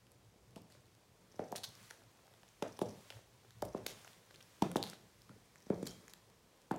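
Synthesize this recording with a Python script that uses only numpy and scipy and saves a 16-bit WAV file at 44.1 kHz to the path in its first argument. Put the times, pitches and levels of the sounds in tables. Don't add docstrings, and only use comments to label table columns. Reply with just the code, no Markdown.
import sys
import numpy as np
from scipy import signal
from scipy.fft import rfft, irfft, next_fast_len
from scipy.io import wavfile
from scipy.ndimage import uniform_filter1d, map_coordinates

SR = 44100
rng = np.random.default_rng(int(sys.argv[2]) if len(sys.argv) > 2 else 0)


def how_loud(loudness_db):
    steps = np.asarray(loudness_db, float) / 20
    return 10 ** steps


def file_out(sig):
    cols = np.atleast_2d(sig).T
    lim = np.clip(cols, -1, 1)
    pcm = np.round(lim * 32767).astype(np.int16)
    wavfile.write(sys.argv[1], SR, pcm)


N = 298998

# frequency_hz, density_db (dB per Hz)
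HISS_SPECTRUM = [(500, -18), (1000, 2), (2700, 0), (5800, -2), (9000, -5.5), (13000, -10), (15850, -11.5),
                 (16000, -57)]
MURMUR_SPECTRUM = [(94, -10), (160, 4), (268, -3), (478, -0.5), (1080, -9), (1800, -31), (2340, -22),
                   (3960, -120)]
HUM_SPECTRUM = [(44, -31), (75, -17), (108, -1.5), (126, -3.5), (146, -21), (200, -17.5), (260, -44),
                (440, -120)]
SHUDDER_SPECTRUM = [(15, -38), (30, -21), (45, -0.5), (70, -7), (90, -8.5), (130, -80)]
# time_s, level_db
RUSTLE = [(0, -74), (1.15, -73), (1.6, -69.5), (1.85, -62), (2.05, -71), (2.6, -70), (3.15, -64),
          (3.25, -71), (3.8, -70), (3.97, -62.5), (4.12, -64), (4.22, -69), (4.75, -66.5), (5.05, -70),
          (5.6, -70.5), (5.9, -65), (6.3, -72), (6.78, -71.5)]
# start_s, shudder_db, hum_db
JOLTS = [
    (3.12, -80, -55),
    (3.46, -81, -62),
    (3.61, -50, -54),
    (5.28, -74, -62),
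]
MURMUR_DB, HUM_DB, SHUDDER_DB = -70.5, -68.5, -80
HUM_FADE_DB_PER_S, DRIFT_DB = -1.32, 2.5
MURMUR_FOLLOWS = 0.18
RUMBLE_DB, RUMBLE_RISE_S, RUMBLE_T60_S, RUMBLE_HUM_DB = -28.5, 0.017, 0.46, -4.5
JOLT_RISE_S, JOLT_T60_S = 0.04, 0.45
SPECK_DB, SPECK_SPREAD_DB, SPECK_TOP_DB = 12.5, 4.5, 17.5

# frequency_hz, t60_s
HALL_T60 = [(100, 0.99), (260, 0.24), (700, 0.42), (1800, 0.44), (4800, 0.36), (12000, 0.36)]
# frequency_hz, level_db
HALL_COLOUR = [(60, -7), (200, -8), (600, -3.5), (1150, -11.5), (3500, -9.5), (7000, -9), (15700, -15.5),
               (16000, -50)]
# frequency_hz, rise_s
HALL_RISE = [(300, 0.021), (900, 0.01), (1800, .004)]
# start_s, peak_db, pitch_hz, length_s
REBOUNDS = [(0.566, -55, 1100, 0.0035), (5.31, -62, 1400, .012), (0.569, -44.5, 620, 0.0032),
            (5.294, -49, 1250, 0.0024), (5.305, -52, 220, 0.01), (5.315, -57, 550, 0.005),
            (5.364, -57, 440, 0.0064), (5.377, -58, 250, 0.0071), (0.575, -51, 644, 0.0032),
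            (0.58, -53, 895, 0.0045), (0.595, -54, 253, 0.0053), (0.617, -49.5, 170, 0.0091),
            (1.4, -41, 507, 0.005), (1.407, -38, 637, .006), (1.418, -43, 456, 0.0097),
            (1.5165, -40.5, 457, 0.0043), (1.531, -39, 640, 0.0046), (1.555, -39, 616, 0.0037),
            (2.6235, -35, 840, 0.0052), (2.63, -35, 554, 0.0048), (2.637, -37, 560, 0.0065),
            (2.652, -40, 564, 0.0054), (2.662, -42, 620, 0.013), (2.791, -43, 970, 0.0035),
            (2.822, -29, 397, 0.0055), (2.829, -36, 645, .006), (2.844, -42, 503, 0.0029),
            (3.623, -40, 850, 0.0045), (3.6312, -32.5, 610, 0.0057), (3.644, -45, 745, .004),
            (3.747, -44, 1060, 0.0055), (3.762, -41, 550, 0.0063), (3.777, -45, 560, 0.0066),
            (4.6227, -21.5, 875, 0.0048), (4.633, -36, 185, 0.014), (4.631, -32.5, 650, .005),
            (4.661, -36, 350, 0.011), (4.771, -35, 620, .005), (4.774, -36, 278, 0.0041),
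            (4.786, -39, 450, 0.0043), (4.800, -33.5, 330, .007), (5.711, -39, 500, .006),
            (5.725, -42, 565, .005), (5.728, -49, 420, 0.004), (5.85, -43, 245, 0.0093),
            (6.712, -28.5, 855, 0.0043), (6.712, -37.5, 1440, .003), (6.722, -37, 784, 0.0064),
            (6.727, -38, 298, 0.0066), (6.741, -36, 650, .004), (6.756, -41, 660, 0.0074)]
REBOUND_RISE = 0.31

# start_s, length_s, level_db, pitch_hz
SINGS = [
    (5.874, 0.086, -63, 3230),
    (4.77, .06, -65, 3100),
    (5.876, 0.052, -61, 5540),
    (3.876, .035, -57, 5800),
    (3.878, .03, -61, 11500),
    (1.655, .04, -64, 5800),
]
SING_WIDTH = .06
# start_s, length_s, level_db, tilt_db_per_octave
SCRAPES = [(0.559, 0.009, -62, -4), (0.569, 0.021, -70, -1), (6.719, 0.053, -68.5, -15.5),
           (0.704, 0.08, -71.5, -2), (1.519, 0.01, -60.5, -1), (1.5583, 0.012, -45.5, 0),
           (1.635, 0.025, -56, 3.5), (1.569, 0.02, -58, 3), (1.902, 0.013, -56.5, -3.5),
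           (2.623, 0.0064, -46, -6.5), (1.395, 0.061, -73, -12.5), (2.633, 0.064, -70, -14),
           (2.79, 0.0067, -60, -6), (2.814, 0.016, -56.5, 1), (3.621, 0.0057, -52, 1),
           (3.65, 0.0079, -60.5, 2.5), (3.862, 0.0057, -49.5, -10.5), (3.8647, 0.0057, -42, 3.5),
           (3.877, 0.053, -55, -2.5), (4.621, 0.0068, -43.5, -5.5), (4.636, 0.033, -66, -15.5),
           (4.714, 0.0037, -58, -13), (4.758, 0.017, -47.5, 0.5), (4.829, 0.11, -59.5, -2.5),
           (5.704, 0.044, -71, -13), (5.828, 0.0067, -61, -1), (5.857, 0.006, -55, 0),
           (5.8703, 0.0051, -48, 2), (5.866, 0.0022, -47, 2), (5.881, 0.0027, -53.5, 1.5),
           (5.874, 0.058, -63, -1), (6.095, 0.02, -64.5, -1), (6.714, 0.0052, -59, 3.5)]
# frequency_hz, density_db (dB per Hz)
GRIT_SPECTRUM = [(250, -40), (700, -5), (1500, 0), (2600, 3.5), (3600, 3), (6000, 4), (10000, 0),
                 (16000, -8.5)]
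SCRAPE_TOP_HZ = 15950
BANDS_DB, LUMPS_DB = 2, 2.5

# start_s, peak_db, ring_hz, air_db
SNAPS = [(0.1184, -61.5, 4700, 8), (0.5603, -51, 2920, 1.5), (0.6189, -56, 5300, 0), (0.7232, -55, 4320, 0),
         (1.52, -55, 6700, 14), (1.753, -48.5, 5400, -4), (1.8964, -58, 4400, -6), (2.4806, -56, 3120, -4),
         (2.489, -54.5, 6440, -6), (2.7914, -42.5, 2870, 5), (3.6223, -45, 5900, 4), (3.6512, -56, 8200, 4),
         (3.8653, -28, 3900, 1.5), (4.016, -55, 6090, -13), (4.1326, -52, 3450, -10),
         (4.4266, -46.5, 5700, -5), (4.716, -46.5, 2970, 7), (4.751, -49, 3470, -28),
         (4.7678, -27.5, 3770, -11), (4.828, -24, 4300, -11), (4.8382, -29.5, 4000, -9),
         (4.8993, -41, 5500, 0), (4.935, -45, 3630, -9), (5.2192, -50.5, 4940, -5), (5.8283, -49, 8650, 0),
         (5.9099, -44, 6480, -14), (6.136, -42, 4300, -1.5), (6.716, -52, 6700, 9), (6.741, -52, 2890, -4),
         (6.762, -46.5, 7300, -9)]
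# start_s, peak_db, ring_hz, body_db
CHIPS = [(0.0685, -56.5, 2970, -2), (0.7016, -57, 7400, 2), (1.393, -51.5, 3570, -8),
         (1.5544, -47.5, 2500, 12), (1.9092, -41.5, 6100, 7), (2.3384, -56, 3680, 2),
         (2.4326, -52, 2830, 5), (2.6249, -37.5, 3440, 6.5), (2.628, -41, 2620, 2), (2.8158, -43, 3540, 0),
         (2.821, -55, 5300, -3), (3.124, -54, 2810, 12.5), (3.5073, -49.5, 3800, 0), (3.748, -58, 4080, 7),
         (4.047, -48, 6160, -3), (4.0774, -45, 2730, -1), (4.3103, -53, 3490, 8), (4.6216, -32.5, 3500, -9),
         (4.6235, -35.5, 5440, -15), (4.8662, -41, 3430, -3), (5.294, -57, 3050, 9),
         (5.5579, -53.5, 7350, 11), (5.702, -48.5, 2400, 2), (5.745, -53, 3940, -4),
         (6.081, -46, 6650, 5.5), (6.711, -45, 3400, 1), (0.857, -59, 3900, -15), (6.1374, -45, 3460, 1.5),
         (5.893, -47, 5000, -17), (2.634, -52, 5800, -20), (5.93, -58, 9000, -20), (1.69, -50, 11000, -20),
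         (4.85, -50, 4200, -20), (4.911, -50, 8500, -20)]
# first_s, last_s, first_db, last_db, ring_hz
CRUSHES = [(1.5596, 1.5634, -34, -33.5, 4640), (1.5807, 1.587, -37, -48, 4200),
           (1.6348, 1.641, -35.5, -32.5, 4140), (1.643, 1.651, -32.5, -38, 4200),
           (2.887, 2.894, -52, -47, 5530), (3.1035, 3.1134, -36, -59, 2710),
           (3.8632, 3.864, -46, -38, 5500), (4.3433, 4.352, -50.5, -54, 3050),
           (4.3592, 4.3616, -47.5, -54, 4680), (4.406, 4.4111, -52, -46, 3260),
           (5.855, 5.856, -54, -47, 5900), (5.869, 5.8727, -33.5, -33.5, 4360),
           (4.873, 4.874, -47, -47, 3000)]
# first_s, last_s, peak_db
ZIP_SWINGS = [
    (1.318, 1.481, -55),
    (2.677, 2.905, -50.5),
    (3.684, 3.775, -53.5),
    (5.58, 5.664, -56),
    (5.7416, 5.86, -57),
]
# frequency_hz, density_db (dB per Hz)
AIR_SPECTRUM = [(4000, -5), (8000, 3), (11000, 4.5), (14000, -2.5), (16800, -18)]
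STAGE_S, SWING_S = .0032, .0435
SNAP_BODY_DB, CHIP_AIR_DB, CRUSH_AIR_DB, CRUSH_BODY_DB = -20.5, -8, -10.5, -10
CRUSH_SCATTER = 0.056
ZIP_HZ, ZIP_AIR_DB, ZIP_BODY_DB, ZIP_BOUNCE_S, ZIP_BOUNCE_DB = 5820, -21, -4.5, 0.0048, 1

# start_s, peak_db, middle_hz, thump_db, heel_ring_db
HEELS = [
    (0.5622, -51, 520, 4.5, -12),
    (1.393, -31.5, 558, -10, -14.5),
    (2.6228, -31, 430, -8.5, -31),
    (3.6238, -31, 515, -13.5, -7),
    (4.6209, -23, 295, -4, -26),
    (4.757, -24, 363, -9.5, -5),
    (6.7115, -28.5, 330, -5, -17),
]
# start_s, peak_db, middle_hz, thump_db, heel_ring_db
SOLES = [
    (1.5245, -37.5, 704, -10, -1.5),
    (2.8152, -26.5, 445, -6, -9.5),
    (3.747, -30, 429, -10, -15),
    (5.702, -23.5, 413, -6.5, -24),
    (5.8272, -34, 386, -5, -20),
]
# start_s, peak_db, middle_hz, thump_db, edge_db
TAPS = [(1.342, -59, 549, -5, -17), (1.909, -55.5, 460, -22, 3), (2.7905, -42, 400, -18, -20),
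        (3.104, -51, 550, -26, -8), (3.168, -57, 474, -22, -5), (3.863, -38.5, 447, -19, -10),
        (4.047, -58, 525, -22, 4), (4.072, -55, 647, -31, -11), (4.307, -58.5, 503, -30, 0.5),
        (4.931, -54, 428, -16, 5), (5.295, -55.5, 300, 1, -16), (5.665, -55.5, 438, 1.5, -26),
        (0.618, -70, 300, 10, -22), (0.702, -66, 500, -11, -9), (0.75, -60.5, 520, -11, -3),
        (3.189, -58, 523, -21, -11), (4.718, -56, 597, -19, -3), (2.019, -63.5, 650, -11, 0),
        (2.191, -68, 650, -15, -1), (2.278, -65, 684, -24, 0), (2.339, -64, 680, -15, -12),
        (2.433, -61, 680, -17, -10), (5.335, -64, 250, 3.5, -25), (3.447, -63, 705, -22, -3)]
# frequency_hz, width_hz, level_db
TILE_MODES = [(185.7, 74, 5.5)]
HEEL_MODES = [(868, 180, -0.3), (1660, 73, -8)]
HEEL_EDGE_DB, SOLE_EDGE_DB, TAP_RING_DB = -17.5, -27.5, -7.5

# frequency_hz, level_db
MIC_RESPONSE = [(22, -21), (50, 0), (2200, -0.5), (2600, -0.5), (2800, -1), (3000, -1), (3250, 0),
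                (3700, -0.5)]
MIC_TOP_HZ = 16750
# frequency_hz, level_db
CUPPED_COLOUR = [(2300, 0.8), (2600, -1.5), (2850, -9), (3050, -1), (3220, 1), (3450, -3), (3800, -0.5)]
# time_s, cupped_share
GRIP = [(0, 0.011), (5.2, 0.01), (5.45, 0.61), (6.05, 0.82), (6.3, 0.0088)]


def unit(x):
    return x / np.sqrt(np.mean(x ** 2) + 1e-20)


def along(points, hz):
    f, v = np.transpose(points)
    return np.interp(np.log(hz + 1), np.log(f + 1), v)


def filtered(x, response):
    m = next_fast_len(len(x) + 4096)
    return irfft(rfft(x, m) * response(np.fft.rfftfreq(m, 1 / SR)), m)[:len(x)]


def add(track, s, sound):
    at = round(s * SR)
    track[at:at + len(sound)] += sound


def curves(rows):
    s, *levels = np.transpose(rows)
    return [how_loud(np.interp(np.arange(N) / SR, s, db)) for db in levels]


def swells(rows, rise, t60):
    since = np.maximum(np.arange(N) / SR - np.array(rows)[:, :1], 0)
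    decay = how_loud(np.array(rows)[:, 1:2] - 60 * since / t60)
    return np.sum(decay * np.minimum(since / rise, 1), axis=0)


def drift(rate):
    knots = rng.standard_normal(int(N * rate / SR) + 4)
    return how_loud(DRIFT_DB * map_coordinates(knots, [np.arange(N) * rate / SR]))


def modes(table, hz, luck):
    return sum(how_loud(db + u) * 1j * hz * w / (c * c - hz * hz + 1j * hz * w)
               for (c, w, db), u in zip(table, luck))


def spaced(first, last, gap):
    return np.linspace(0, 1, 1 + max(1, round((last - first) / gap)))


def rush(spectrum, patchy_db):
    z = signal.stft(rng.standard_normal(N), nperseg=512)[2]
    field = uniform_filter1d(rng.standard_normal(z.shape), size=6, axis=0)
    field = uniform_filter1d(field, size=10, axis=1)
    x = signal.istft(z * how_loud(patchy_db * unit(field)), nperseg=512)[1][:N]
    return unit(filtered(x, lambda hz: how_loud(along(spectrum, hz))))


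def stillness():
    rumble = how_loud(RUMBLE_DB) * swells([row[:2] for row in HEELS + SOLES], RUMBLE_RISE_S, RUMBLE_T60_S)
    jolt = swells([(s, db) for s, db, _ in JOLTS], JOLT_RISE_S, JOLT_T60_S)
    boom = swells([(s, db) for s, _, db in JOLTS], JOLT_RISE_S, JOLT_T60_S)
    rustle = curves(RUSTLE)[0]
    murmur = how_loud(MURMUR_DB) * (rustle / how_loud(MURMUR_DB)) ** MURMUR_FOLLOWS + rumble
    hum = how_loud(HUM_DB + HUM_FADE_DB_PER_S * np.arange(N) / SR) * drift(8.6)
    hum = hum + how_loud(RUMBLE_HUM_DB) * rumble + boom
    sound = rustle * rush(HISS_SPECTRUM, patchy_db=.4)
    sound = sound + (how_loud(SHUDDER_DB) + jolt) * rush(SHUDDER_SPECTRUM, patchy_db=3.5)
    sound = sound + murmur * rush(MURMUR_SPECTRUM, patchy_db=1.9)
    return sound + hum * rush(HUM_SPECTRUM, patchy_db=2.5)


def specks():
    at, size = rng.uniform(0, 1, (2, 260))
    size_db = np.minimum(-SPECK_SPREAD_DB * np.log(1 - size), SPECK_TOP_DB)
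    spikes = np.bincount((at * N).astype(int), how_loud(size_db), N)
    ticks = filtered(spikes, lambda hz: how_loud(along(GRIT_SPECTRUM, hz) - 3.5))
    return curves(RUSTLE)[0] * how_loud(SPECK_DB) * ticks


def hall(x):
    out, step = np.zeros(len(x) + SR), SR // 8
    for at in range(0, N, step):
        hz, t, z = signal.stft(rng.standard_normal(SR * 2 // 3), SR, nperseg=256)
        decay = how_loud(-60 * t / along(HALL_T60, hz)[:, None])
        rise = np.clip((t - .005) / along(HALL_RISE, hz)[:, None], 0, 1)
        tail = signal.istft(z * decay * rise, SR, nperseg=256)[1]
        tail = tail * np.clip((np.arange(len(tail)) / SR - .007) / 0.004, 0, 1)
        add(out, at / SR, signal.fftconvolve(x[at:at + step], tail / np.linalg.norm(tail)))
    return filtered(out[:len(x)], lambda hz: how_loud(along(HALL_COLOUR, hz)))


def rebounds():
    out, t = np.zeros(N + SR), np.arange(SR // 20) / SR
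    for s, db, hz, length in REBOUNDS:
        u = t / (REBOUND_RISE * length)
        add(out, s - .0007, how_loud(db) * u * np.exp(1 - u) * np.sin(2 * np.pi * hz * t))
    return out


def sings():
    out, t = np.zeros(N + SR), np.arange(SR // 5) / SR
    for s, length, db, hz in SINGS:
        noise = rng.standard_normal(len(t))
        tone = unit(filtered(noise, lambda f: np.exp(-((f / hz - 1) / SING_WIDTH) ** 2)))
        add(out, s, how_loud(db) * np.minimum(t / 0.0021, 1) * np.exp(-(t / length) ** 2) * tone)
    return out


def scrapes():
    out = np.zeros(N + SR)
    t = np.arange(round(.2 * SR)) / SR - .01
    for s, length, db, tilt_db in SCRAPES:
        stroke = np.clip(t / 0.00034, 0, 1) * np.exp(-np.clip(t / length, 0, 9) ** 3)
        knots = rng.standard_normal(400)
        lumps = how_loud(LUMPS_DB * map_coordinates(knots, [np.arange(len(t)) * 700 / SR]))
        bands = BANDS_DB * rng.standard_normal(17)
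        grains = unit(lumps * rng.standard_normal(len(t)))

        def colour(hz):
            tilt = tilt_db * np.log2(np.maximum(hz, 700) / 4000)
            uneven = np.interp(hz / 1000, np.arange(17), bands)
            return how_loud(along(GRIT_SPECTRUM, hz) + tilt + uneven) * (hz < SCRAPE_TOP_HZ)

        add(out, s - .01, how_loud(db + 3) * filtered(stroke * grains, colour))
    return out


def crush_stages():
    rows = []
    for a, b, a_db, b_db, hz in CRUSHES:
        for u in spaced(a, b, STAGE_S):
            ring_hz = hz * (1 + CRUSH_SCATTER * rng.standard_normal())
            rows.append((a + u * (b - a), a_db + u * (b_db - a_db), ring_hz, CRUSH_AIR_DB, CRUSH_BODY_DB))
    return rows


def zip_ticks():
    return [(a + u * (b - a) + k * ZIP_BOUNCE_S, db + k * ZIP_BOUNCE_DB, ZIP_HZ, ZIP_AIR_DB, ZIP_BODY_DB)
            for a, b, db in ZIP_SWINGS for u in spaced(a, b, SWING_S) for k in range(2)]


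def breaks():
    snaps = [(*row, SNAP_BODY_DB) for row in SNAPS]
    chips = [(s, db, hz, CHIP_AIR_DB, body_db) for s, db, hz, body_db in CHIPS]
    return snaps + chips + crush_stages() + zip_ticks()


def cracks():
    out, t = np.zeros(N + SR), np.arange(300) / SR
    rise = 1 - np.exp(-t / .0001)
    rows = breaks()
    chance = rng.standard_normal((len(rows), 2, len(t)))
    for (s, db, hz, air_db, body_db), (noise, shake) in zip(rows, chance):
        ring = np.sin(2 * np.pi * hz * t + .13 * np.cumsum(shake)) * how_loud(-60 * t / .0028)
        ring = ring + 0.72 * np.sin(2 * np.pi * 1.455 * hz * t) * how_loud(-60 * t / 0.0011)
        air = unit(filtered(noise, lambda f: how_loud(along(AIR_SPECTRUM, f))))
        air = air * how_loud(air_db - 3 - 60 * t / .003)
        body = np.sin(2 * np.pi * 1800 * t) * how_loud(body_db - 6.0 - 60 * t / 0.0037)
        add(out, s - .0001, how_loud(db + 7.0) * rise * (ring + air + body))
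    return filtered(out, lambda f: (1j * f / (500 + 1j * f)) ** 2)


def blows():
    heels = [(*row, HEEL_EDGE_DB) for row in HEELS]
    soles = [(*row, SOLE_EDGE_DB) for row in SOLES]
    taps = [(s, db, hz, thump_db, TAP_RING_DB, edge_db) for s, db, hz, thump_db, edge_db in TAPS]
    return heels + soles + taps


def knocks():
    out, hz = np.zeros(N + SR), np.fft.rfftfreq(4096, 1 / SR)
    rows = blows()
    chance = rng.uniform(-1.07, 1, (len(rows), 6))
    lag = 2 * 0.0891 * (np.sqrt(hz) - hz / (2 * np.sqrt(2500)))
    bending = np.exp(-2j * np.pi * (lag + 0.27))
    soft = 1 / (1 + 1j * hz / 1600) ** 3
    early = np.exp(2j * np.pi * 0.00005 * hz)
    for (s, db, middle_hz, thump_db, heel_db, edge_db), luck in zip(rows, chance):
        colour = [(35, -45), (70, thump_db - 11), (200, thump_db + 0.5),
                  (middle_hz, 0), (1.367 * middle_hz, -4), (1000, heel_db - 10),
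                  (1400, edge_db - 2.5), (2100, edge_db - 13.0), (3500, edge_db - 32.0), (6000, -120)]
        tile = how_loud(along(colour, hz)) * (1 + modes(TILE_MODES, hz, luck)) * bending
        heel = how_loud(heel_db + 3.0) * modes(HEEL_MODES, hz, luck[1:]) * soft * early
        replies = 1
        for late, u in zip((.006, .0095), luck[4:]):
            replies = replies + how_loud(-20) * np.exp(-2j * np.pi * hz * (late + 0.00137 * u))
        wave = irfft((tile + heel) * replies * np.exp(-2j * np.pi * .01 * hz))
        add(out, s - .009, how_loud(db + 38.5) * wave)
    return out


def scene():
    steps = knocks() + cracks() + scrapes()
    walk = steps + hall(steps) + rebounds() + sings()
    return (walk[:N] + specks() + stillness())[None]


def held(x):
    share = np.clip(np.interp(np.arange(N) / SR, *np.transpose(GRIP)), 0, 1)
    return (1 - share) * x + share * filtered(x, lambda hz: how_loud(along(CUPPED_COLOUR, hz)))


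def band_limit(x):
    return signal.sosfilt(signal.butter(12, 16850, fs=SR, output="sos"), x)


def record(dry):
    mix = filtered(held(dry[0]), lambda hz: how_loud(along(MIC_RESPONSE, hz)) * (hz < MIC_TOP_HZ))
    return band_limit(mix[None])


dry = scene()
out = record(dry)
file_out(out)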